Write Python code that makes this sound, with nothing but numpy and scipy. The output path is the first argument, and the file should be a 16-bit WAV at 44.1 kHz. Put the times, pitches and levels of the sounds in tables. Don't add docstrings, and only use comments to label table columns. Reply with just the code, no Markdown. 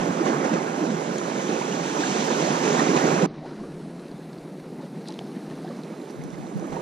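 import sys
import numpy as np
from scipy import signal
from scipy.fft import rfft, irfft, next_fast_len
from scipy.io import wavfile
from scipy.ndimage import uniform_filter1d, map_coordinates

SR = 44100
rng = np.random.default_rng(int(sys.argv[2]) if len(sys.argv) > 2 else 0)


def elevation(decibels):
    levels = np.asarray(decibels, float)
    return 10 ** (levels / 20)


def put_to_file(sound):
    columns = np.atleast_2d(sound).T
    safe = np.clip(columns, -1, 1)
    whole_steps = np.round(safe * 32767)
    wavfile.write(sys.argv[1], SR, whole_steps.astype(np.int16))


N = 300321
SWITCH_S = 3.262


def evened(x):
    return x / np.sqrt(np.mean(x ** 2) + 1e-20)


def read(points, hz):
    f, *values = np.transpose(points)
    return [np.interp(np.log(hz + 1), np.log(f + 1), v) for v in values]


def curves(rows):
    s, *values = np.transpose(rows)
    return [np.interp(np.arange(N) / SR, s, v) for v in values]


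def add(mix, s, sound, pan_db):
    part = mix[:, round(s * SR):][:, :len(sound)]
    part += elevation([[pan_db / 2], [-pan_db / 2]]) * sound[:part.shape[1]]


def band(x, lo_hz, hi_hz):
    return signal.sosfilt(signal.butter(2, [lo_hz, hi_hz], "bandpass", fs=SR, output="sos"), x)


def swells(rows, rise_s):
    t = np.arange(0, N / SR + .01, .002)
    s, _, length_s = np.transpose(rows)[:3, :, None]
    rise = np.exp(-((t - s) / rise_s) ** 2)
    fall = np.exp(-abs(t - s) / np.maximum(length_s, .005))
    return t, np.where(t < s, rise, fall)


# (time [s], share [0-1])
WIDE = [
    (0, 0.92),
    (3.257, 0.9),
    (3.267, 0),
    (5.55, 0.01),
    (6.4, 0.66),
    (6.6, 0.7),
    (6.81, 0.77),
]


def wide_share():
    return np.clip(curves(WIDE)[0], 0, 1)


def foam(patchy_db=1.5, flicker_db=0.74):
    frames = N // 128 + 5
    patches, flicker = rng.standard_normal((frames, 257, 2)).T
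    patches = uniform_filter1d(patches, size=6, axis=0)
    patches = evened(uniform_filter1d(patches, size=20, axis=1))
    flicker = uniform_filter1d(flicker, size=60, axis=0)
    flicker = evened(uniform_filter1d(flicker, size=4, axis=1))
    re, im = rng.standard_normal((frames, 257, 2, 2)).T
    z = (re + 1j * im) * elevation(patchy_db * patches + flicker_db * flicker)
    return evened(signal.istft(z, nperseg=512, noverlap=384)[1][:, :N])


def grains(per_cycle=.25, spread_db=3.5, turns=4.8, rise=0.12, count=30):
    out = np.zeros((2, N))
    for hz in np.geomspace(130, 11000, count):
        u = np.arange(int(3 * turns / hz * SR)) / SR * hz / turns
        tone = np.sin(2 * np.pi * turns * (u + rise * u * u / 2))
        ring = tone * np.exp(-2 * u) * (1 - np.exp(-8 * u))
        luck = rng.random((2, N)) / (per_cycle * hz / SR)
        train = (luck < 1) * np.clip(luck, .007, 1) ** (-spread_db * np.log(10) / 20)
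        out += signal.oaconvolve(train - train.mean(), ring[None] / np.linalg.norm(ring), axes=1)[:, :N]
    return evened(out)


# (time [s], wash level [dB], foam brightness [dB])
SEA = [
    [(0.0, -29.5, -19), (0.01, -30.5, -15), (0.15, -34.5, -10.5), (0.25, -30.5, -15), (0.99, -35, -10),
     (1.88, -34, -5.5), (2.08, -31.5, -3.5), (3.13, -27, -10.5), (3.26, -29.5, -12.5)],
    [(3.27, -50, -35), (3.27, -48, -12.5), (4.74, -50, -11.5), (4.83, -49, -12.5), (4.88, -50.5, -11.5),
     (5.06, -49.5, -10), (5.66, -46.5, -10.5), (6.5, -47.5, -8.5), (6.81, -41.5, -12.5)],
]
# (share of wash [0-1], share of foam [0-1], share of slap [0-1],
# level on the pair [dB], level on the sheltered port [dB])
LAYERS = [
    (0.68, 0.021, 0.83, -6.5, -5),
    (1.0, 0.11, 0.45, -1.5, 0.5),
    (1.0, 0.98, 0.86, -1.5, -2.5),
    (0.66, 0.43, 0.12, -29.5, -28.5),
]
WAKE_DB = [-2, 0, 0, -17]
# (time [s], lift [dB], length [s], reach into the treble [0-1])
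SLAPS = [(0.0, 3, 0.1, 0.6), (0.205, 2, .03, 0.2), (0.257, 5.5, 0.12, 0.43), (0.451, 4.5, 0.047, 0.43),
         (0.538, 8, 0.02, 0.28), (0.79, 3.5, 0.55, 0.11), (6.728, 2.5, 0.065, 0.9), (1.5, 0.5, 0.19, 0.6),
         (1.385, 1, 0.058, 0.9), (2.867, 2, 0.055, 0), (6.454, 0.5, 0.04, 0.2), (6.0, -0.5, .2, 0.3),
         (3.05, 0.5, 0.028, 0.1), (2.797, 1.5, 0.018, 0.65), (6.1, 1, .02, 1), (0.864, 1.5, .05, 0),
         (2.008, 1, 0.052, 0.7), (2.2, 1, 0.026, 1), (2.313, 8.5, 0.015, 0.03), (2.405, 2.5, 0.048, 0.5),
         (2.64, 3.5, 0.33, 0.3), (2.968, 5, 0.023, 0.42), (3.064, 0.5, 0.14, 1), (3.226, 10, 0.027, 0.12),
         (3.258, 1.5, 0.03, 0.46), (3.46, 2.5, 0.076, 1), (3.62, 4, 0.038, 0), (6.34, 1.5, 0.018, 0.8),
         (4.68, 1.5, 0.031, 0), (4.818, 2.5, 0.044, 0.6), (4.97, 6, 0.026, 0.2), (5.09, 4, 0.12, 0.4),
         (5.25, 4, 0.032, 0), (5.36, 0.5, 0.015, 0.3), (5.515, 6, 0.025, 0.2), (5.623, 1, 0.019, 0.4),
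         (5.79, -3, 0.039, 0), (5.923, 1.5, 0.039, 0.2)]


def layer_levels(slap_rise_s=0.008, wake_s=0.1):
    wash_db, foam_db = curves(SEA[0] + SEA[1])
    t, shape = swells(SLAPS, slap_rise_s)
    _, lift_db, _, reach = np.transpose(SLAPS)
    now = np.arange(N) / SR
    low_slap_db = np.interp(now, t, lift_db @ shape)
    high_slap_db = np.interp(now, t, (3 * lift_db * reach) @ shape)
    later = now > SWITCH_S
    asleep = later * np.exp(-(abs(now - SWITCH_S) / wake_s / 2) ** 2)
    levels = []
    for k, (wash, fizz, slap, pair_db, one_db) in enumerate(LAYERS):
        slap_db = high_slap_db if k else low_slap_db
        port_db = np.where(later, one_db, pair_db)
        levels.append(wash * wash_db + fizz * foam_db + slap * slap_db + port_db + WAKE_DB[k] * asleep)
    return levels


LAYER_HZ = [550, 2800, 8000]
# (frequency [Hz], density [dB per Hz])
RIGHT = [(150, -4), (210, -3.5), (390, -3.5), (800, -1.5), (1400, -7), (2200, -16.5), (3300, -28.5),
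         (4700, -33.5), (6200, -27), (7200, -31), (8200, -36.5), (10000, -41.5), (11500, -48.5),
         (14200, -44.5)]
# (frequency [Hz], left minus right [dB], lag of the left [rad])
PORTS = [(130, -3.5, 0.17), (386, -4.5, 0.37), (560, -10.5, 1.2), (690, -14, 2.8), (770, -12, 4.6),
         (1200, -6, 3.76), (1550, -3.5, 4.5), (1890, -5.5, 4.94), (2250, -2.3, 4.8), (2970, -7, 4.9),
         (4100, -5, 6.8), (5000, -5, 8.2), (6000, -4, 8.0), (7000, -0.2, 8.94), (8200, -1, 9.4),
         (8700, -6.5, 9.5), (9600, 0.5, 9.5)]
# (frequency [Hz], likeness [0-1])
LIKENESS = [(300, .99), (430, .91), (580, .6), (690, .15), (800, .55), (1100, .8), (1450, .9), (2100, .77),
            (2650, .36), (3100, .6), (4100, .68), (4700, .4), (5500, .63), (8000, .52), (9000, .3),
            (11000, .25)]
# (frequency [Hz], density [dB per Hz])
SHELTERED = [(150, 0), (210, -4), (340, -4.5), (550, -15), (900, -22.5), (1100, -27), (2000, -32),
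             (3300, -35.5), (4100, -30.5), (4900, -35.5), (5900, -38.5), (7000, -47), (8000, -51),
             (9800, -53), (10800, -56.5), (12000, -63.5), (14500, -69)]
LAG = [1.1, 1.15, 1.3, 0.8]


def water(grain_db=-4.0, bass_cut_hz=150.6):
    size = next_fast_len(N)
    near, spread = rfft(foam() + elevation(grain_db) * grains(), size)
    hz = np.fft.rfftfreq(size, 1 / SR)
    tilt_db, lag = read(PORTS, hz)
    same = read(LIKENESS, hz)[0]
    left = elevation(tilt_db) * (same * np.exp(-1j * lag) * near + np.sqrt(1 - same ** 2) * spread)
    cut = 1 / np.sqrt(1 + (bass_cut_hz / (hz + 1)) ** 22)
    pair = cut * elevation(read(RIGHT, hz)[0]) * np.array([left, near])
    single = cut * elevation(read(SHELTERED, hz)[0]) * near
    above = [1] + [1 / (1 + (edge / (hz + 1)) ** 8) for edge in LAYER_HZ] + [0]
    wide = wide_share()
    out = np.zeros((2, N))
    for k, level_db in enumerate(layer_levels()):
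        layer = above[k] - above[k + 1]
        both = irfft(pair * layer, size)[:, :N]
        both /= np.sqrt(np.mean(both.mean(0) ** 2))
        one = evened(irfft(single * layer, size)[:N])
        blend = wide ** LAG[k]
        out += elevation(level_db) * (blend * both + (1 - blend) * one)
    return out


# (time [s], peak level [dB], pitch [Hz])
BUBBLES = [(0.083, -17, 174), (0.204, -16, 325), (0.262, -24, 1080), (0.33, -27, 1170), (0.444, -31, 1840),
           (0.529, -36, 1590), (0.536, -32, 2368), (0.57, -30, 1170), (0.623, -50, 2280), (0.805, -20, 310),
           (0.827, -20, 294), (1.044, -42, 2196), (1.064, -41, 1820), (1.182, -43, 1360),
           (1.383, -41, 2230), (1.395, -37, 2960), (1.278, -36, 1600), (1.48, -38, 3050),
           (1.517, -28.5, 768), (1.563, -34, 2460), (1.612, -24, 940), (1.619, -33, 2190),
           (1.723, -34, 2870), (2.034, -21.5, 1590), (2.223, -30, 964), (2.303, -25.5, 975),
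           (2.643, -30, 2420), (2.793, -23, 1830), (2.797, -21, 1030), (2.971, -28, 2400),
           (3.168, -20, 151.4), (3.218, -18, 162),
           (3.412, -45, 620), (3.507, -47, 1330), (3.476, -50, 1850), (3.48, -48, 1480),
                 (3.428, -40, 710), (3.44, -42, 757), (3.455, -43, 643), (3.458, -46, 900),
                 (3.447, -41, 810), (3.53, -47, 1500), (3.598, -46, 1040), (3.472, -55, 2250),
                 (3.575, -47, 1420), (3.634, -44, 1119), (3.815, -49, 1378), (4.785, -49, 1960),
                 (4.802, -43, 880), (4.829, -36, 540), (5.09, -38, 835), (5.36, -49, 1808),
                 (5.511, -44, 1750), (5.644, -37, 743), (5.677, -45, 1690), (5.696, -35.5, 546),
                 (5.707, -41, 1120), (6.519, -43, 650), (5.914, -51, 2239), (5.938, -43, 1250),
                 (6.393, -46, 610), (6.623, -34.5, 595), (6.213, -46, 2100), (6.312, -56, 1290),
                 (6.341, -45, 2050), (6.442, -36, 735), (6.64, -39, 1210), (6.701, -46, 2110),
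                 (6.721, -36, 920), (6.759, -39, 1820), (6.765, -28, 900), (6.745, -37, 700),
                 (6.785, -37, 650)]


def bubbles(turns_at_khz=14.6, rise=0.041, wobble=0.23):
    out, rows = np.zeros((2, N)), BUBBLES
    for (s, db, hz), shake in zip(rows, rng.standard_normal((len(rows), 24))):
        turns = turns_at_khz * (hz / 1000) ** 0.5
        u = np.arange(int(3 * turns / hz * SR)) / SR * hz / turns
        shake = wobble * map_coordinates(shake, [u * 7])
        tone = np.sin(2 * np.pi * turns * (u + rise * u * u / 2) + 2 * shake)
        ring = tone * np.exp(-2 * u) * (1 - np.exp(-6 * u))
        add(out, s, elevation(db) * (1 + shake[::-1]) * ring / abs(ring).max(), read(PORTS, hz)[0])
    return band(band(band(out, 122, 9000), 122, 9000), 122, 9000)


# (time [s], peak level [dB], pitch [Hz])
KNOCKS = [(0.03, -23, 149), (0.432, -17, 480), (0.445, -18, 494), (0.462, -18, 466), (0.44, -24, 746),
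          (0.936, -18, 170), (0.955, -23, 171), (2.74, -15, 220), (2.815, -16, 302), (2.829, -14.5, 249),
          (2.915, -15, 229), (3.18, -15, 200), (3.135, -15.5, 250), (2.795, -22, 700), (6.518, -35, 600),
          (0.514, -17.5, 251), (0.555, -15.5, 377), (0.775, -18.5, 252), (0.874, -19.5, 221),
          (0.895, -18, 230), (0.913, -16, 190), (1.49, -16, 300), (1.999, -21, 346), (2.188, -19.5, 213),
          (2.404, -16.5, 380), (2.585, -28, 305), (2.7, -19, 199), (2.902, -15.5, 300), (2.943, -11, 303),
          (2.96, -17, 330), (3.037, -13.5, 194), (3.082, -19, 164), (3.123, -13, 393), (3.606, -31, 167),
          (4.136, -29, 162), (4.657, -32, 196), (4.926, -29, 253), (5.059, -31, 213), (5.364, -20.5, 230),
          (5.478, -28, 320), (5.612, -27, 198), (5.787, -28.5, 215), (5.92, -31, 210), (6.143, -25, 347),
          (6.392, -37, 400), (6.535, -33, 194), (6.565, -29, 200), (6.624, -33, 450), (6.644, -27, 300),
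          (6.492, -33, 420), (3.232, -16, 376), (2.96, -14, 190), (2.885, -15, 198), (3.205, -16, 420),
          (6.722, -27, 395)]


def knocks(turns=1.46):
    out = np.zeros((2, N))
    for s, db, hz in KNOCKS:
        u = np.arange(int(4 * turns / hz * SR)) / SR * hz / turns
        push = np.sin(2 * np.pi * turns * u) * u * np.exp(1 - 2 * u) * 2
        add(out, s, elevation(db) * push, read(PORTS, hz)[0])
    return band(band(band(out, 137, 9000), 137, 9000), 125, 9000)


# (time [s], peak level [dB], ring [Hz], bright snap [dB])
TICKS = [(1.183, -30, 6840, -1), (3.9958, -47, 4060, -25), (4.082, -45, 4450, -18),
         (4.1145, -43, 4350, -24), (4.3311, -45, 4460, -16), (4.3844, -48, 4610, -15),
         (5.0174, -50, 4140, -12), (5.057, -50, 4270, -18), (5.0754, -37, 4000, -13),
         (5.0865, -33.5, 4050, -20), (5.085, -41, 9400, -20), (5.1905, -41, 1700, -9),
         (5.105, -39, 4060, -14), (5.1225, -36.5, 4900, -20), (5.1405, -39, 3950, -20),
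         (5.5, -41, 2930, -20), (5.1225, -44, 3300, -15), (5.1905, -33, 3080, -20),
         (5.1901, -38, 4550, -20), (5.5543, -45, 3550, -14), (5.649, -44, 5000, -14),
         (5.7676, -44, 5040, -14), (5.8351, -40.5, 4150, -16), (5.0838, -41, 7900, -20),
         (6.112, -45, 6060, -9), (6.2378, -40, 6000, -12), (6.2378, -47, 9400, -20),
         (6.244, -55, 9500, -20), (6.5742, -53, 10500, -3), (6.669, -54, 12000, -3),
         (6.383, -57, 11000, -6), (6.3044, -44, 5810, -14), (5.0842, -36, 5000, -20),
         (6.596, -40, 6000, -18), (6.706, -44, 5800, -16), (6.7232, -42, 1300, -16), (3.2, -22, 1700, -19),
         (6, -42, 2000, -20), (5.0568, -43, 1800, -20), (5.112, -44, 2300, -15), (5.677, -45, 3640, -15),
         (5.69, -44, 4300, -15), (5.728, -52, 5000, -15), (6.0155, -44, 3940, -15), (5.5, -46, 4190, -5),
         (6.057, -46, 3330, -15), (6.098, -43, 4500, -8), (6.106, -45, 5500, 0), (6.328, -48, 4270, -15),
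         (6.341, -46, 4130, -15), (6.387, -45, 4330, -15), (6.467, -46, 4180, -15), (5.187, -46, 3700, -20),
         (4.6, -41, 2300, -15)]
# (frequency [Hz], level [dB], t60 [s])
FRAME = [
    (4000, -12, 0.034),
    (4900, -22, 0.018),
    (8040, -19, .015),
    (9640, -22, .015),
]


def reel(t60=0.010, bright_t60=0.0055, knock_db=-23.0):
    out, t = np.zeros((2, N)), np.arange(1000) / SR
    for (s, db, hz, bright_db), noise in zip(TICKS, rng.standard_normal((len(TICKS), 1000))):
        width = 0.36 * min(hz, 4500)
        rough = evened(band(band(noise, hz - width, hz + width), 1000, 9700))
        ring = elevation(-60 * t / t60) * (1.1 * np.sin(2 * np.pi * hz * t) + 0.61 * rough)
        frame = np.zeros(len(t))
        if 3500 < hz < 4500:
            for k, (f, level_db, decay_s) in enumerate(FRAME):
                frame += elevation(level_db - 60 * t / decay_s) * np.sin(2 * np.pi * f * t + noise[k])
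        snap = elevation(bright_db - 60 * t / bright_t60) * evened(band(band(noise, 4000, 10500), 2000, 10500))
        attack = 1 - np.exp(-t / 0.0002)
        add(out, s, elevation(db) * attack * (ring + snap + frame), read(PORTS, hz)[0] / 3)
    scrape = evened(band(rng.standard_normal(3000), 3640, 4900)) * np.hanning(3000)
    add(out, 5.045, elevation(-50.5) * scrape, 0)
    knock = band(np.sin(np.pi * np.minimum(t / .0013, 1)) ** 2, 130, 6000)
    add(out, 5.1908, -elevation(knock_db) * knock, 0)
    return out


# (time [s], peak level [dB], low edge [Hz], high edge [Hz])
CLICKS = [(5.0572, -46, 800, 5000), (5.0758, -42, 1200, 5500), (5.0848, -36, 2500, 9800),
          (5.1042, -41, 2500, 6000), (5.1232, -40, 3000, 9000), (5.1908, -32, 900, 6000),
          (5.191, -45, 6000, 13000), (5.8352, -42, 1500, 6000), (6.1075, -48, 7500, 13000),
          (6.2385, -42, 4500, 14500), (6.5745, -47, 8000, 13000), (6.6692, -48, 7500, 12500),
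          (6.383, -52, 9500, 13000), (1.1835, -38, 5500, 10000), (6.045, -50, 8000, 12000)]


def clicks(t60=.003):
    out, t = np.zeros((2, N)), np.arange(400) / SR
    for (s, db, lo_hz, hi_hz), grit in zip(CLICKS, rng.standard_normal((len(CLICKS), 400))):
        edge = -3.0 * (t == 0) + grit * elevation(-60 * t / t60)
        edge = band(band(edge, lo_hz, hi_hz), lo_hz, hi_hz)
        add(out, s, elevation(db) * edge / abs(edge).max(), 0)
    return out


def bursts(rows, rise_s=0.025):
    t, shape = swells(rows, rise_s)
    return np.interp(np.arange(N) / SR, t, elevation(np.transpose(rows)[1]) @ shape)


# (time [s], peak level [dB], length [s])
THUMPS = [
    (5.9, -65, 0.36),
    (6.19, -31.5, 0.12),
    (6.38, -39, 0.18),
    (6.56, -31, 0.076),
    (6.68, -52, 0.14),
]
# (time [s], peak level [dB], length [s])
RUMBLES = [(0.0, -41, 0.018), (0.3, -65, .04), (0.9, -68, .08), (1.14, -71, 0.071), (1.72, -72, 0.23),
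           (2.69, -64, 0.23), (3.09, -67, 0.027), (3.3, -57, 0.23), (3.6, -58, 0.25), (4.12, -64, 0.069),
           (4.4, -62, .05), (4.63, -66, 0.11), (5.5, -66, .2), (6.2, -64, 0.31), (6.73, -49, .07)]


def wind(lump_db=3.5, calm_db=-77):
    lumps = elevation(lump_db * evened(uniform_filter1d(rng.standard_normal((2, N)), size=1200)))
    thumps = band(band(rng.standard_normal((2, N)) * lumps, 140, 193), 135, 420)
    deep = evened(band(rng.standard_normal((2, N)), 8.9, 104))
    deep = deep[0] + 1.3 * wide_share() * np.array([deep[1], -deep[1]])
    return bursts(THUMPS) * evened(thumps) + (elevation(calm_db) + bursts(RUMBLES)) * deep


def scene():
    sea = water() + wind()
    events, hands = bubbles() + knocks(), reel() + clicks()
    size = next_fast_len(N)
    lag = read(PORTS, np.fft.rfftfreq(size, 1 / SR))[1]
    late_left = irfft(rfft(events[0], size) * np.exp(-1j * lag), size)[:N]
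    pair = np.array([late_left, events[1]])
    wide = wide_share()
    return sea + wide * (pair + hands) + (1 - wide) * (events + hands).mean(0)


# (frequency [Hz], bar against the local mean [dB])
STARVED = [(6000, -28.5), (7600, -12), (8150, -1), (8500, -5), (9300, 0), (11000, 2.5), (12600, 2),
           (13400, 2.5), (14200, 5), (14400, 25)]
# (frequency [Hz], bar against the local mean [dB])
THINNED = [(11500, -25), (13200, -8), (14300, -4), (15000, -1), (15250, 20)]
# (time [s], share [0-1], extra thinning of the top [dB])
SHORTAGE = [
    (3.25, 1, 0),
    (3.27, 0, 0),
    (5.6, 0, 0),
    (5.8, 0, 7),
    (6.23, 0, 7),
    (6.27, .4, 9),
    (6.81, .5, 9),
]


def starve(x, whim_db=3.0, slip=482):
    padded = np.pad(x, ((0, 0), (slip, 0)))
    hz, t, z = signal.stft(padded, SR, window="cosine", nperseg=2048, noverlap=1024)
    power = (abs(z) ** 2).mean(0) + 1e-20
    mean = uniform_filter1d(uniform_filter1d(power, size=60, axis=0), size=7, axis=1)
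    s, share, extra_db = np.transpose(SHORTAGE)
    short = np.interp(t, s, share)
    whim = evened(uniform_filter1d(rng.standard_normal((len(t), 65)), size=2, axis=0)).T
    whim_db = whim_db * np.repeat(whim, 16, axis=0)[:len(hz)]
    sag_hz = np.interp(t, [3.3, 3.55, 4.08, 4.15], [1500, 1300, 900, 0])
    thin_db = read(THINNED, hz[:, None] + sag_hz)[0]
    thin_db = thin_db + np.interp(t, s, extra_db) * (hz > 13000)[:, None]
    spare_db = -8.0 * (t > SWITCH_S + 1) * (hz < 10800)[:, None]
    starved_db = read(STARVED, hz)[0][:, None] + spare_db
    bar = short * elevation(2 * starved_db) + (1 - short) * elevation(2 * thin_db)
    keep = power >= bar * elevation(2 * whim_db) * (hz > 6000)[:, None] * mean
    return signal.istft(z * keep, SR, window="cosine", nperseg=2048, noverlap=1024)[1][:, slip:slip + N]


def top_cut(x):
    return signal.sosfilt(signal.butter(12, 15230, fs=SR, output="sos"), x)


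def record(dry):
    t = np.arange(N) / SR
    shut = 1.2 * (t > SWITCH_S) * np.clip(1 - (abs(t - SWITCH_S) / 0.9) ** 1.3, 0, 1)
    top = signal.oaconvolve(dry, signal.firwin(61, 13000, pass_zero=False, fs=SR)[None], "same")
    hiss = evened(band(band(rng.standard_normal((2, N)), 11600, 15300), 11000, 15300))
    hiss = elevation(-76.0) * np.clip((t - 3.9) / 0.32, 0, 1) * hiss
    mix = starve(dry - shut * top + hiss)
    return top_cut(mix)


dry = scene()
out = record(dry)
put_to_file(out)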